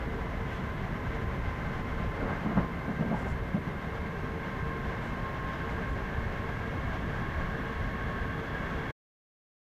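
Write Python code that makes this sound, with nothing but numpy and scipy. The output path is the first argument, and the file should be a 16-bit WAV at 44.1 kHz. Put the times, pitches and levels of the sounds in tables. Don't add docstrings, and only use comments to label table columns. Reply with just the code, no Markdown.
import sys
import numpy as np
from scipy import signal
from scipy.fft import rfft, irfft
from scipy.io import wavfile

SR = 44100
rng = np.random.default_rng(int(sys.argv[2]) if len(sys.argv) > 2 else 0)


def master(y):
    cut = np.clip(np.atleast_2d(y).T, -1, 1)
    pcm = np.round(cut * 32767)
    wavfile.write(sys.argv[1], SR, pcm.astype(np.int16))


N = 432180
TIME = np.arange(N) / SR
BINS = np.fft.rfftfreq(N, 1 / SR)

# (frequency [Hz], density [dB per Hz])
BODY_SPECTRUM = [(6, -88.5), (18, -62), (30, -60.5), (62, -55.5), (100, -59.5), (170, -59.5), (205, -64),
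                 (245, -66), (310, -70.5), (420, -73), (600, -89), (1200, -115)]
# (time [s], gain [dB])
DEEP_RUMBLE_GAIN = [(0, 0.5), (1.5, 2.5), (2.6, -3), (4.2, -1.5), (5.6, -1), (6.8, 1), (8.9, -1.5)]
# (centre time [s], duration [s], swell [dB])
TRACK_DIPS = [(2.05, 0.22, 6), (2.57, .1, 6), (3.319, 0.088, 12.5), (4.657, 0.16, 3.5), (6.3, 0.17, 3.5),
              (7.38, 0.22, 2), (7.824, 0.14, 5.5), (8.225, 0.088, 8)]


def body_rumble(sway_db=1.5, crossover_hz=112):
    heave_db = sum(db * swell(s, length) for s, length, db in TRACK_DIPS)
    shake_db = follow(DEEP_RUMBLE_GAIN) + sway_db * drift(5) + heave_db
    rumble = noise(BODY_SPECTRUM)
    deep = irfft(rfft(rumble) / (1 + (BINS / crossover_hz) ** 6), N)
    return rumble - deep + deep * gain_of(shake_db)


# (frequency [Hz], density [dB per Hz])
ROLLING_SPECTRUM = [(120, -90), (350, -78), (490, -74.5), (535, -70), (820, -72), (1350, -74.5),
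                    (1950, -76), (2170, -77), (2420, -84.5), (3100, -87), (4700, -99), (6300, -102),
                    (9000, -116), (14000, -135)]
# (time [s], gain [dB])
RAIL_ROUGHNESS = [(0, -1.3), (1, -1.4), (1.35, -0.3), (1.8, -1.2), (2.2, -0.9), (3.4, -3), (4.3, -1.66),
                  (5.6, -0.55), (6.6, -1), (7.3, 0.7), (7.9, -1.5), (8.9, 0)]
# (centre time [s], duration [s], level [dB])
HISSING_PATCHES = [(.54, 0.15, -55), (.78, .25, -61), (2.58, 0.27, -67), (5.1, .3, -72),
                   (5.552, 0.2, -56.5), (6.0, 0.51, -66), (7.0, 0.78, -67)]
# (frequency [Hz], relative level [dB])
PATCH_SPECTRUM = [(1200, -21), (2600, 4), (3400, 1.5), (4200, -12), (6000, -14.5), (12000, -47)]


def rolling_noise(flutter_db=0.83):
    roar = noise(ROLLING_SPECTRUM) * gain_of(follow(RAIL_ROUGHNESS) + flutter_db * drift(14))
    hiss = evened(noise(PATCH_SPECTRUM)) * swells(HISSING_PATCHES)
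    return roar + hiss


# (frequency [Hz], width [Hz], level on straight track [dB], level in the curve [dB])
WHEEL_RESONANCES = [(1553, 34, -58, -51.5), (1680, 130, -58, -49.5), (1782, 37, -74.5, -54)]
# (time [s], share of full force [0-1])
SIDE_FORCE = [(0, 0.06), (3.8, 0.24), (4.6, 0.6), (5.5, 0.84), (6.1, 1), (6.6, 0.6), (7.3, 0.96), (8, 1),
              (8.9, 0.88)]
# (centre time [s], duration [s], frequency [Hz], level [dB])
WHEEL_NOTES = [(2.33, 0.051, 1600, -45), (3.07, .25, 1587, -50), (4.75, 0.8, 1570, -52),
               (6.845, 0.06, 1760, -47), (6.9, 0.8, 1620, -55), (8.201, 1.34, 1561, -52)]


def wheel_squeal(flutter_db=0.5):
    force = follow(SIDE_FORCE)
    modes, notes = np.zeros((2, N))
    for hz, width, straight_db, curved_db in WHEEL_RESONANCES:
        modes += narrowband(hz, width) * gain_of(straight_db + (curved_db - straight_db) * force)
    for s, length, hz, db in WHEEL_NOTES:
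        note = tone(hz, waver_hz=2.87, flutter_db=1.5, flutter_rate=12.5)
        notes += note * gain_of(db) * swell(s, length)
    return notes + modes * gain_of(flutter_db * drift(6.2))


# (time [s], frequency [Hz])
MESH_RATE = [(0, 1030), (2, 1041), (4, 1057), (5.4, 1069), (7, 1081), (8.9, 1095)]
# (time [s], level [dB])
WHINE_LEVEL = [(0, -72), (.4, -50), (1.05, -56), (1.3, -49.5), (1.75, -52), (2, -48.5), (2.4, -59.5),
               (2.6, -44.5), (3.15, -61.5), (3.9, -59), (4.35, -48.5), (4.72, -44.5), (5.0, -57.5),
               (5.22, -44), (5.48, -45), (5.63, -54), (5.88, -45.5), (6.2, -57.5), (6.45, -48.5),
               (7.0, -54.5), (7.35, -47.5), (7.67, -50.5), (8.0, -46), (8.42, -52.5), (8.68, -46.5),
               (8.9, -57.5)]
# (multiple of mesh rate [1], width [Hz], start level [dB], end level [dB])
GEAR_BANDS = [(1, 100, -51.5, -52), (1.5, 24.04, -57, -49), (2, 53, -54.5, -57), (2.52, 80.2, -72, -62.5),
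              (3.05, 160, -85.5, -60.5), (3.9, 497, -84, -72)]


def gear_whine():
    mesh_hz = follow(MESH_RATE)
    progress = (mesh_hz - mesh_hz[0]) / (mesh_hz[-1] - mesh_hz[0])
    whine = tone(mesh_hz, waver_hz=2.2, flutter_db=2.2, flutter_rate=14) * gain_of(follow(WHINE_LEVEL))
    for multiple, width, start_db, end_db in GEAR_BANDS:
        whine += narrowband(mesh_hz * multiple, width) * gain_of(start_db + (end_db - start_db) * progress)
    return whine


# (time [s], floor thump [dB], tilt of floor modes [dB per octave], boom [dB], clatter [dB])
WHEEL_BLOWS = [(2.000, -30, 3, -38, -42), (2.225, -27, 5, -32, -34), (2.312, -37.5, 2.5, -45.5, -37),
               (2.447, -22, 6, -38.5, -38.5), (2.498, -26, 1.5, -38, -43), (2.555, -25, -1.5, -40, -44.5),
               (2.569, -18, -0.5, -30.5, -25), (2.592, -31, -1, -36, -40.5), (2.626, -27, -1.5, -40.5, -39),
               (2.751, -29, -2.5, -52, -54), (2.879, -23, 6, -33, -39.5), (2.994, -19.5, 1, -31.5, -38),
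               (3.020, -28, -3, -42, -43), (3.046, -27, 9, -43, -49), (3.110, -20.5, 3, -27, -46),
               (3.244, -34, -7, -46, -35.5), (3.543, -19, -2, -38, -47), (3.563, -28.5, 2, -38, -44),
               (3.667, -26, -11, -41, -50)]
# (frequency [Hz], relative level [dB], t60 [s])
FLOOR_RESONANCES = [(151, -5, 0.16), (172.5, 2, .15), (209.3, 1.3, .135), (258.3, -7, 0.12),
                    (338, -14, 0.081)]
# (frequency [Hz], relative level [dB])
BOOM_SPECTRUM = [(90, -24.5), (220, -4), (330, -1), (450, -3), (560, -0.5), (700, -1), (900, -14),
                 (1300, -21), (4000, -64.5)]
# (frequency [Hz], relative level [dB])
STEEL_SPECTRUM = [(80, -33), (250, -5), (420, -2), (570, -0.5), (850, -4), (1450, -7.5), (2100, -22),
                  (4000, -38), (9000, -72.5)]


def points_knocks(boom_t60=0.16, clatter_t60=0.096, bounce_s=0.015, scatter_s=0.0028, bounce_db=-10):
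    t = np.arange(SR // 3) / SR
    cushioned = 1 - np.exp(-t / 0.0074)
    thumps, boom_level, clatter_level = np.zeros((3, N))
    for s, thump_db, tilt_db, boom_db, clatter_db in WHEEL_BLOWS:
        floor = ring(FLOOR_RESONANCES, t, detune=0.032, tilt_db=tilt_db)
        add(thumps, s, cushioned * gain_of(thump_db) * floor)
        add(boom_level, s, cushioned * gain_of(boom_db - 60 * t / boom_t60))
        for bounce in range(3):
            contact_s = s + bounce * (bounce_s + scatter_s * rng.standard_normal())
            decay = gain_of(clatter_db + bounce * bounce_db - 60 * t / clatter_t60)
            add(clatter_level, contact_s, hard_onset(t) * decay)
    boom = boom_level * evened(noise(BOOM_SPECTRUM))
    clatter = clatter_level * evened(noise(STEEL_SPECTRUM))
    return thumps + boom + clatter


# (time [s], level [dB])
STEEL_CLANKS = [(2.572, -34.5), (3.123, -33), (3.137, -30.5), (3.263, -44)]
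# (frequency [Hz], relative level [dB], t60 [s])
STEEL_RESONANCES = [(533, 0, 0.0613), (760, -1, .05), (847, 1.5, 0.084), (953, 0.5, 0.058)]


def loose_steel():
    t = np.arange(SR // 3) / SR
    clanks = np.zeros(N)
    for s, db in STEEL_CLANKS:
        add(clanks, s, hard_onset(t) * gain_of(db) * ring(STEEL_RESONANCES, t, detune=0.0071))
    return clanks


# (start time [s], hold time [s], level [dB])
FLANGE_CONTACTS = [(2.215, 0.094, -39), (2.466, 0.058, -39.5), (3.133, 0.17, -46.5)]


def flange_scrapes(rise_db_per_s=112, fall_db_per_s=221.5, coarse_db=0.5):
    level = np.zeros(N)
    for s, length, db in FLANGE_CONTACTS:
        before, after = np.maximum(s - TIME, 0), np.maximum(TIME - s - length, 0)
        level = np.maximum(level, gain_of(db - rise_db_per_s * before - fall_db_per_s * after))
    return evened(noise(STEEL_SPECTRUM)) * level * gain_of(coarse_db * drift(30))


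# (centre time [s], duration [s], gain [dB])
HUM_DIPS = [(.3, 0.25, -5), (.83, 0.37, -15.5), (1.62, 0.48, -7), (2.4, 0.14, -19.5), (2.76, 0.17, -12.5),
            (3.2, .36, -10.5), (3.72, 0.25, -19), (5.33, 0.22, -24), (5.98, 0.2, -6), (6.88, 0.13, -18),
            (7.35, 0.27, -12), (7.87, 0.11, -8), (8.58, 0.23, -8)]
# (frequency [Hz], width [Hz], level [dB])
PANEL_RESONANCES = [(226, 8, -53.5), (259, 22, -55.5), (335, 25, -58), (395, 13, -55), (435, 30, -57),
                    (540, 25, -59)]


def auxiliary_hum(hum_hz=454, hum_db=-47.5):
    level_db = hum_db + sum(db * swell(s, length) for s, length, db in HUM_DIPS)
    hum = tone(hum_hz, waver_hz=1.29, flutter_db=3.5, flutter_rate=9.7) * gain_of(level_db)
    panels = sum(narrowband(hz, width) * gain_of(db) for hz, width, db in PANEL_RESONANCES)
    return hum + panels


# (centre time [s], duration [s], level [dB])
RUSTLE_BURSTS = [(.55, 0.069, -70), (3.2, 0.12, -66), (3.298, 0.055, -62), (5.06, 0.083, -68),
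                 (5.72, .07, -68.5), (5.914, .07, -71)]
# (frequency [Hz], relative level [dB])
RUSTLE_SPECTRUM = [(1000, -26), (3500, 5), (7000, 10.5), (10500, 0), (14000, -12)]


def rustles(grain_db=1.5):
    return swells(RUSTLE_BURSTS) * evened(noise(RUSTLE_SPECTRUM)) * gain_of(grain_db * drift(90))


# (frequency [Hz], density [dB per Hz])
HISS_SPECTRUM = [(3000, -128), (9500, -118), (12000, -113), (14000, -110.5)]


def background_hiss():
    return noise(HISS_SPECTRUM)


def gain_of(db):
    return 10 ** (np.asarray(db) / 20)


def evened(x):
    return x / np.sqrt(np.mean(x ** 2) + 1e-20)


def follow(rows):
    return np.interp(TIME, *np.transpose(rows))


def add(mix, s, sound):
    part = mix[max(round(s * SR), 0):][:len(sound)]
    part += sound[:len(part)]


def swell(s, length):
    return np.exp(-(2 * (TIME - s) / length) ** 2)


def swells(rows):
    return sum(gain_of(db) * swell(s, length) for s, length, db in rows)


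def hard_onset(t, rise_s=0.00269):
    return 1 - np.exp(-(t / rise_s) ** 2)


def noise(spectrum):
    hz, db = np.transpose(spectrum)
    shape = gain_of(np.interp(np.log(BINS + 1), np.log(hz + 1), db))
    return irfft(rfft(rng.standard_normal(N)) * shape, N) * np.sqrt(SR / 2)


def drift(rate):
    return evened(irfft(rfft(rng.standard_normal(N)) / (1 + (BINS / rate) ** 2), N))


def narrowband(hz, width):
    phase = 2 * np.pi * np.cumsum(hz * np.ones(N)) / SR
    return evened(drift(width * 0.75) * np.cos(phase) + drift(width * 0.75) * np.sin(phase))


def tone(hz, waver_hz, flutter_db, flutter_rate):
    phase = 2 * np.pi * np.cumsum(hz + waver_hz * drift(5.65)) / SR
    return evened(np.sin(phase) * gain_of(flutter_db * drift(flutter_rate)))


def ring(modes, t, detune, tilt_db=0):
    hz, db, t60 = np.transpose(modes)[:, :, None]
    spread = 1 + detune * rng.standard_normal(hz.shape)
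    db = db + tilt_db * (np.log2(hz) - np.log2(hz[1]))
    return (gain_of(db - 60 * t / t60) * np.sin(2 * np.pi * hz * spread * t)).sum(0)


def scene():
    running = body_rumble() + rolling_noise() + wheel_squeal() + gear_whine()
    points = points_knocks() + loose_steel() + flange_scrapes()
    background = auxiliary_hum() + rustles() + background_hiss()
    return (running + points + background)[None]


def record(dry):
    stop_s, release_s, cutoff_hz = 8.909, 0.002, 14300
    gate = np.exp(-np.maximum(TIME - stop_s, 0) / release_s)
    lowpass = signal.firwin(1023, cutoff_hz, window=("kaiser", 9), fs=SR)
    return signal.oaconvolve(dry * gate, lowpass[None], "same")


dry = scene()
out = record(dry)
master(out)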